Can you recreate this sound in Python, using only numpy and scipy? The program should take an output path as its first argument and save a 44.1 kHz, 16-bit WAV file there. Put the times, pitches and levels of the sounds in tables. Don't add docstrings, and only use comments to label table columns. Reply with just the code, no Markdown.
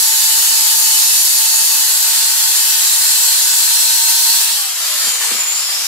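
import sys
import numpy as np
from scipy import signal
from scipy.fft import rfft, irfft, next_fast_len
from scipy.io import wavfile

SR = 44100
rng = np.random.default_rng(int(sys.argv[2]) if len(sys.argv) > 2 else 0)


def generate_wav(sig):
    pcm = np.round(np.clip(np.atleast_2d(sig).T, -1, 1) * 32767).astype(np.int16)
    wavfile.write(sys.argv[1], SR, pcm)


N = 258845
T = np.arange(N) / SR
LOAD_OFF_S = 4.42
SWITCH_OFF_S = 4.51
LEFT_RIGHT = np.array([[1], [-1]])


def amp(db):
    return 10 ** (np.asarray(db) / 20)


def rms_one(x):
    return x / np.sqrt(np.mean(x ** 2) + 1e-20)


def in_time(rows):
    seconds, *columns = np.transpose(rows)
    return [np.interp(T, seconds, column) for column in columns]


def at_hz(points, hz):
    points = np.array(points)
    return np.interp(np.log(hz + 1), np.log(points[:, 0]), points[:, 1])


def drift(rate_hz):
    step = 40
    r = np.exp(-2 * np.pi * step * rate_hz / SR)
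    noise = rng.standard_normal(N // step + 2002)
    slow = signal.lfilter([1], [1, -2 * r, r * r], noise)[2000:]
    return np.interp(np.arange(N) / step, np.arange(len(slow)), rms_one(slow))


def swell(at_s, lasts_s):
    return np.exp(-((T - at_s) / lasts_s) ** 4)


def coloured(white, spectrum):
    size = next_fast_len(N)
    gain = amp(at_hz(spectrum, np.fft.rfftfreq(size, 1 / SR)))
    return rms_one(irfft(rfft(white, size) * gain, size)[:N])


def resonance(x, hz, width_hz):
    r = np.exp(-np.pi * width_hz / SR)
    edge = (1 - r * r) / 2
    return signal.lfilter([edge, 0, -edge], [1, -2 * r * np.cos(2 * np.pi * hz / SR), r * r], x)


def narrow_noise(hz, width_hz):
    r = np.exp(-np.pi * width_hz / SR)
    a, b = signal.lfilter([1], [1, -2 * r, r * r], rng.standard_normal((2, N)))
    phase = 2 * np.pi * np.cumsum(hz + np.zeros(N)) / SR
    return rms_one(a * np.cos(phase) + b * np.sin(phase))


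# time in seconds, level in dB, how far the ringing has shifted from 0 to 1.
GRINDING_LEVELS = [(0, -14.5, 0.45), (.3, -13.5, 0.56), (1.07, -13.5, 0.35), (1.5, -14, 0.39),
                   (2.1, -14, 0.76), (3.0, -14, 0.77), (4.41, -13.5, 0.83), (4.45, -15.5, 0.98),
                   (4.6, -17.5, 0.85), (4.8, -22.5, 0.8)]
# frequency in Hz, relative level in dB per Hz.
GRIT_SPECTRUM = [(110, -70), (180, -40), (300, -30), (827, -17), (894, -15), (1090, -14.5), (1540, -17.5),
                 (2450, -11.5), (2650, -10.5), (3300, -6.5), (3750, -3.5), (4220, -0.5), (5130, -2),
                 (7710, -5.5), (10100, -3), (11400, -1.5), (15500, -7)]
# frequency in Hz, width in Hz, gain in dB unshifted,
# gain in dB fully shifted.
BLADE_MODES = [(1710, 370, -5.5, 4), (2650, 100, -1.5, 2.5), (3080, 680, -43, 2.5), (4140, 270, -23, -6.5),
               (4630, 300, -2, -9), (5800, 590, -14, -9), (6900, 520, 12, -6), (7530, 230, -1, 4.5),
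               (7900, 414, 1, 5.5), (9080, 370, 6.5, -2.5), (11390, 450, 2.5, -7.5), (11760, 45, -2, -15),
               (12000, 39, -1, -8), (13900, 98, 2, -10)]
RING_DAMPED_DB = -0.5
WOBBLE_CUT = 0.023


def grinding(wobble):
    level_db, shifted = in_time(GRINDING_LEVELS)
    shifted = np.clip(shifted, 0, 1)
    sizes = amp(3.36 * np.minimum(rng.exponential(1, N), 5)) * rng.choice([-1, 1], N)
    hits = rng.random(N) < .4
    grit = coloured(sizes * hits, GRIT_SPECTRUM)
    damped_db = RING_DAMPED_DB / (1 + np.exp((LOAD_OFF_S - T) / 0.034))
    out = grit.copy()
    for hz, width_hz, start_db, end_db in BLADE_MODES:
        gain_db = start_db + shifted * (end_db - start_db) + damped_db + 0.7 * drift(5.5)
        out += amp(gain_db) * resonance(grit, hz, width_hz)
    contact = 1 / (1 + np.exp((T - 4.7) / 0.067))
    return rms_one(out) * amp(level_db + 0.28 * drift(32)) * contact * (1 + WOBBLE_CUT * wobble)


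# time in seconds, pitch in Hz.
POWERED_WHINE_PITCH = [(0, 894), (.5, 891.5), (1.25, 888), (1.65, 890), (1.95, 893), (2.15, 902),
                       (2.55, 897), (3.0, 899), (3.5, 903), (3.7, 911), (4.1, 914), (4.35, 917),
                       (4.51, 918)]
DRAG_S = 1.79


def speed():
    since_off = np.maximum(T - SWITCH_OFF_S, 0)
    return in_time(POWERED_WHINE_PITCH)[0] / (1 + since_off / DRAG_S) ** 2


def blade_wobble(whine_hz):
    return np.sin(2 * np.pi * np.cumsum(whine_hz / 12) / SR)


# time in seconds, rms level in dB.
WHINE_LEVELS = [(0, -38), (.3, -36.5), (1.0, -37.5), (1.25, -46), (1.42, -38), (2.0, -39.5), (3.4, -41),
                (3.65, -44), (3.71, -36), (4.48, -38), (4.56, -43), (4.63, -43), (4.7, -47), (5.0, -50),
                (5.12, -52), (5.18, -48), (5.3, -46), (5.34, -75)]
# multiple of the rotor rate, half the tone's height in dB, whine pitch in Hz where it is
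# loudest, reach around that pitch in Hz.
ROTOR_ORDERS = [(1, -65, 899, 7), (3, -53, 900, 8), (4, -44.5, 910, 20), (43 / 9, -51, 900, 30),
                (5, -49, 891, 5), (7, -45, 900, 25), (8, -39, 891, 5), (9, -36.5, 913, 7),
                (11, -28, 913, 9.5), (13, -35, 891, 3), (14, -33, 914, 9), (15, -36, 898, 2.5),
                (16, -32, 914, 5), (18, -32, 902, 12), (20, -32, 902, 8), (21, -33, 912, 7),
                (22, -34, 913, 6), (32, -36, 913, 5)]
# loudest at in seconds, lasts in seconds, rms level in dB.
ROTOR_FLARES = [(.14, .03, -35), (.33, .03, -28), (.42, .02, -34), (.5, .03, -32), (.72, .03, -31),
                (.87, .04, -36), (.955, .025, -27), (2.72, .08, -36)]
FLARE_ORDER = 8
WHINE_PER_ROTOR = 43 / 18
WHINE_WAVER_DB, FREE_WAVER_DB, ORDER_WAVER_DB = 1.8, 3, 2
SPEED_JITTER_HZ = 1.5


def motor(whine_hz):
    turns = np.cumsum(whine_hz) / SR
    load = 1 / (1 + np.exp((T - LOAD_OFF_S) / .04))
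    waver_db = np.where(T < SWITCH_OFF_S, WHINE_WAVER_DB, FREE_WAVER_DB) * drift(21)
    whine_level = amp(in_time(WHINE_LEVELS)[0] + waver_db)
    out = np.sqrt(2) * whine_level * np.sin(2 * np.pi * turns) * np.ones((2, 1))
    jitter_hz = SPEED_JITTER_HZ * drift(12)
    for multiple, db, best_hz, reach_hz in ROTOR_ORDERS:
        ear_phase = np.pi / 2 * (multiple > 5) * np.array([[1], [0]])
        phase = rng.uniform(0, 2 * np.pi) + ear_phase
        housing = np.exp(-((whine_hz + jitter_hz - best_hz) / reach_hz) ** 2)
        size = housing * load * amp(db + ORDER_WAVER_DB * drift(5.7))
        if multiple == FLARE_ORDER:
            flares = sum(amp(flare_db) * swell(s, lasts_s) for s, lasts_s, flare_db in ROTOR_FLARES)
            size = size + flares / np.sqrt(2)
        out += 2 * size * np.sin(2 * np.pi * turns * multiple / WHINE_PER_ROTOR + phase)
    return out


# frequency in Hz, direct share of the power from 0 to 1.
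DIRECT_SHARE = [(150, 1), (300, 0.62), (600, 0.79), (1000, 0.54), (1900, 0.63), (2500, 0.017),
                (15000, 0.0043)]
# frequency in Hz, left minus right in dB.
EAR_BALANCE = [(60, 2.0), (110, 0), (200, -0.5), (380, 0), (700, -1), (1290, 0.5), (2380, -0.5),
               (4400, -1.5), (8120, 1.5), (15000, -1)]
ROOM_T60_S = .33
RIGHT_LAG_S = 2 / 44100


def room(x, count=84):
    lead = SR // 3
    x = np.concatenate([x[lead:0:-1], x])
    hop = len(x) // count + 1
    size = next_fast_len(2 * hop + lead)
    hz = np.fft.rfftfreq(size, 1 / SR)
    direct = np.clip(at_hz(DIRECT_SHARE, hz), 0, 1)
    ears = amp(at_hz(EAR_BALANCE, hz) * .5 * LEFT_RIGHT) * np.sqrt(2 / (1 + direct))
    lag = np.exp(-2j * np.pi * hz * RIGHT_LAG_S * np.array([[0], [1]]))
    x = np.pad(x, (hop, 2 * hop))
    fade = np.sqrt(np.bartlett(2 * hop))
    tail = amp(-60 * T[:lead] / ROOM_T60_S)
    out = np.zeros((2, len(x) + size))
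    for start in range(0, len(x) - 2 * hop, hop):
        echoes = rng.standard_normal((2, lead)) * tail / np.sqrt(np.sum(tail ** 2))
        path = (np.sqrt(direct) * lag + np.sqrt(1 - direct) * rfft(echoes, size)) * ears
        piece = x[start:start + 2 * hop] * fade
        out[:, start:start + size] += irfft(rfft(piece, size) * path, size)
    return out[:, hop + lead:hop + lead + N]


# time in seconds, level in dB before wavering, gaps and ear difference.
RUMBLE_LEVELS = [(0, -60.5), (1.6, -56.5), (2.2, -64), (4.25, -63.5), (4.5, -76), (4.86, -81), (5.87, -76)]
RUMBLE_WAVER_DB, RUMBLE_GAP_DB = 1.5, 6.5


def rumble():
    band = signal.butter(2, [25, 200], "band", fs=SR, output="sos")
    low = signal.sosfilt(band, rng.standard_normal((2, N)))
    waver_db = RUMBLE_WAVER_DB * drift(1.5)
    gaps_db = RUMBLE_GAP_DB * np.minimum(drift(9), .6)
    return rms_one(low) * amp(in_time(RUMBLE_LEVELS)[0] + waver_db + gaps_db + 1.2 * LEFT_RIGHT)


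# time in seconds, rush level in dB, scrape level in dB, squeal level in dB.
COASTING_LEVELS = [(4.6, -13.5, -21, -41), (4.72, -19, -30, -30), (4.856, -17.5, -29.5, -29),
                   (4.95, -18.5, -30.5, -29), (5.07, -18.5, -27, -23), (5.3, -19, -26.5, -28.5),
                   (5.44, -23.5, -30.5, -22), (5.56, -22, -30.5, -24), (5.7, -21, -30.5, -34),
                   (5.87, -23, -32.5, -34)]
# frequency in Hz, relative level in dB per Hz.
RUSH_SPECTRUM = [(900, -55), (2300, -18), (2900, -7), (4600, -2), (6300, -4), (7700, -4), (9500, -5.5),
                 (10500, -6), (13300, -6), (15500, -22)]
# frequency in Hz, relative level in dB per Hz.
SCRAPE_SPECTRUM = [(100, -59), (200, -29), (445, -16.5), (900, -4.5), (1300, -2.5), (1850, -2.5), (2400, 0),
                   (3200, -4), (6000, -19)]
# frequency in Hz, width in Hz, relative level in dB at switch-off, relative level in dB at the end.
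SQUEAL_MODES = [(7400, 200, -3, -20), (7254, 30, -5, -3), (7170, 90, -2, -9), (7080, 110, -14, -2),
                (6930, 70, -10, -3), (6850, 60, -9, -9)]
# loudest at in seconds, lasts in seconds, frequency in Hz, width in Hz, level in dB.
PASSING_RINGS = [(5.05, .05, 4700, 500, -31), (5.21, .1, 8840, 50, -35), (5.27, .08, 8600, 60, -36),
                 (5.71, .15, 5200, 550, -26.5), (5.79, .08, 5700, 600, -30), (5.265, .045, 930, 200, -42),
                 (5.04, .035, 1800, 250, -36)]
# time in seconds, change in dB.
LEVEL_DIPS = [(5.112, -5), (5.172, -6), (5.274, -2), (5.36, -2), (5.66, -3), (5.765, -1)]
DIP_S, SQUEAL_FLICKER_DB = 0.02, 2.5
WOBBLE_FREE = 0.13
GLIDE_PER_WHINE, GLIDE_AT_S, GLIDE_LASTS_S = 18, 5.18, .22
GLIDE_WIDTH_HZ, GLIDE_DB = 1500, -27.5


def coasting(whine_hz, wobble):
    rush_db, scrape_db, squeal_db = in_time(COASTING_LEVELS)
    free = 1 / (1 + np.exp((4.7 - T) / 0.079))
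    rush = amp(rush_db) * coloured(rng.standard_normal(N), RUSH_SPECTRUM)
    scrape = amp(scrape_db) * coloured(rng.standard_normal(N), SCRAPE_SPECTRUM)
    slowed = np.clip((T - SWITCH_OFF_S) / (T[-1] - SWITCH_OFF_S), 0, 1)
    squeal = np.zeros(N)
    for hz, width_hz, start_db, end_db in SQUEAL_MODES:
        mode_db = start_db + slowed * (end_db - start_db) + SQUEAL_FLICKER_DB * drift(9.4)
        squeal += amp(mode_db) * narrow_noise(hz, width_hz)
    rings = np.zeros(N)
    for at_s, lasts_s, hz, width_hz, db in PASSING_RINGS:
        rings += amp(db) * swell(at_s, lasts_s) * narrow_noise(hz, width_hz)
    glide_band = narrow_noise(GLIDE_PER_WHINE * whine_hz, GLIDE_WIDTH_HZ)
    glide = amp(GLIDE_DB) * swell(GLIDE_AT_S, GLIDE_LASTS_S) * glide_band
    dips_db = sum(db * np.exp(-((T - s) / DIP_S) ** 2) for s, db in LEVEL_DIPS)
    throb = 1 + WOBBLE_FREE * wobble
    return free * amp(dips_db) * throb * (rush + scrape + rings + glide + amp(squeal_db) * squeal)


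# time in seconds, relative strength in dB.
FLOOR_TOUCHES = [(5.034, -33), (5.05, -38), (5.068, -27), (5.255, -46), (5.311, -21.5), (5.317, -33),
                 (5.343, -27), (5.384, -39), (5.437, -50), (5.817, -40)]
# frequency in Hz, relative level in dB, time to fall by 60 dB in seconds.
BODY_MODES = [(175, -3, .07), (217, 5, 0.1), (282, 1, 0.09), (345, 4, 0.08), (480, 13, 0.045),
              (675, 8, .04), (880, 11, .04)]
CONTACT_HZ = 450


def knocks():
    at = [round(s * SR) for s, db in FLOOR_TOUCHES]
    touch_db = np.array(FLOOR_TOUCHES)[:, 1]
    out = np.zeros(N)
    for k, (hz, level_db, t60_s) in enumerate(BODY_MODES):
        clicks = np.full(N, 1e-18)
        clicks[at] = amp(touch_db + level_db - 11.5 + 2 * rng.standard_normal(len(at)))
        r = amp(-60 / (t60_s * SR))
        w = 2 * np.pi * hz / SR
        ringing = signal.lfilter([0, np.sin(w)], [1, -2 * r * np.cos(w), r * r], clicks)
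        out += (-1) ** k * ringing
    soft = np.exp(-2 * np.pi * CONTACT_HZ / SR)
    out = signal.lfilter([(1 - soft) ** 2], [1, -2 * soft, soft ** 2], out)
    return signal.sosfilt(signal.butter(5, 165, "high", fs=SR, output="sos"), out)


# time in seconds, left minus right in dB.
SIDE_LEAN = [(0, -.1), (3.5, .3), (4.6, .2), (5.2, 1.8), (5.87, .6)]
KNOCK_ROOM_DB = -9


def scene():
    whine_hz = speed()
    wobble = blade_wobble(whine_hz)
    body = knocks()
    into_room = grinding(wobble) + coasting(whine_hz, wobble) + amp(KNOCK_ROOM_DB) * body
    tool = room(into_room) + motor(whine_hz) + .5 * body
    return tool * amp(in_time(SIDE_LEAN)[0] * .5 * LEFT_RIGHT)


CUTOFF_HZ = 15900


def record(dry):
    cut = signal.cheby2(30, 70, CUTOFF_HZ, fs=SR, output="sos")
    return np.clip(signal.sosfilt(cut, dry + rumble()), -1, 1)


dry = scene()
out = record(dry)
generate_wav(out)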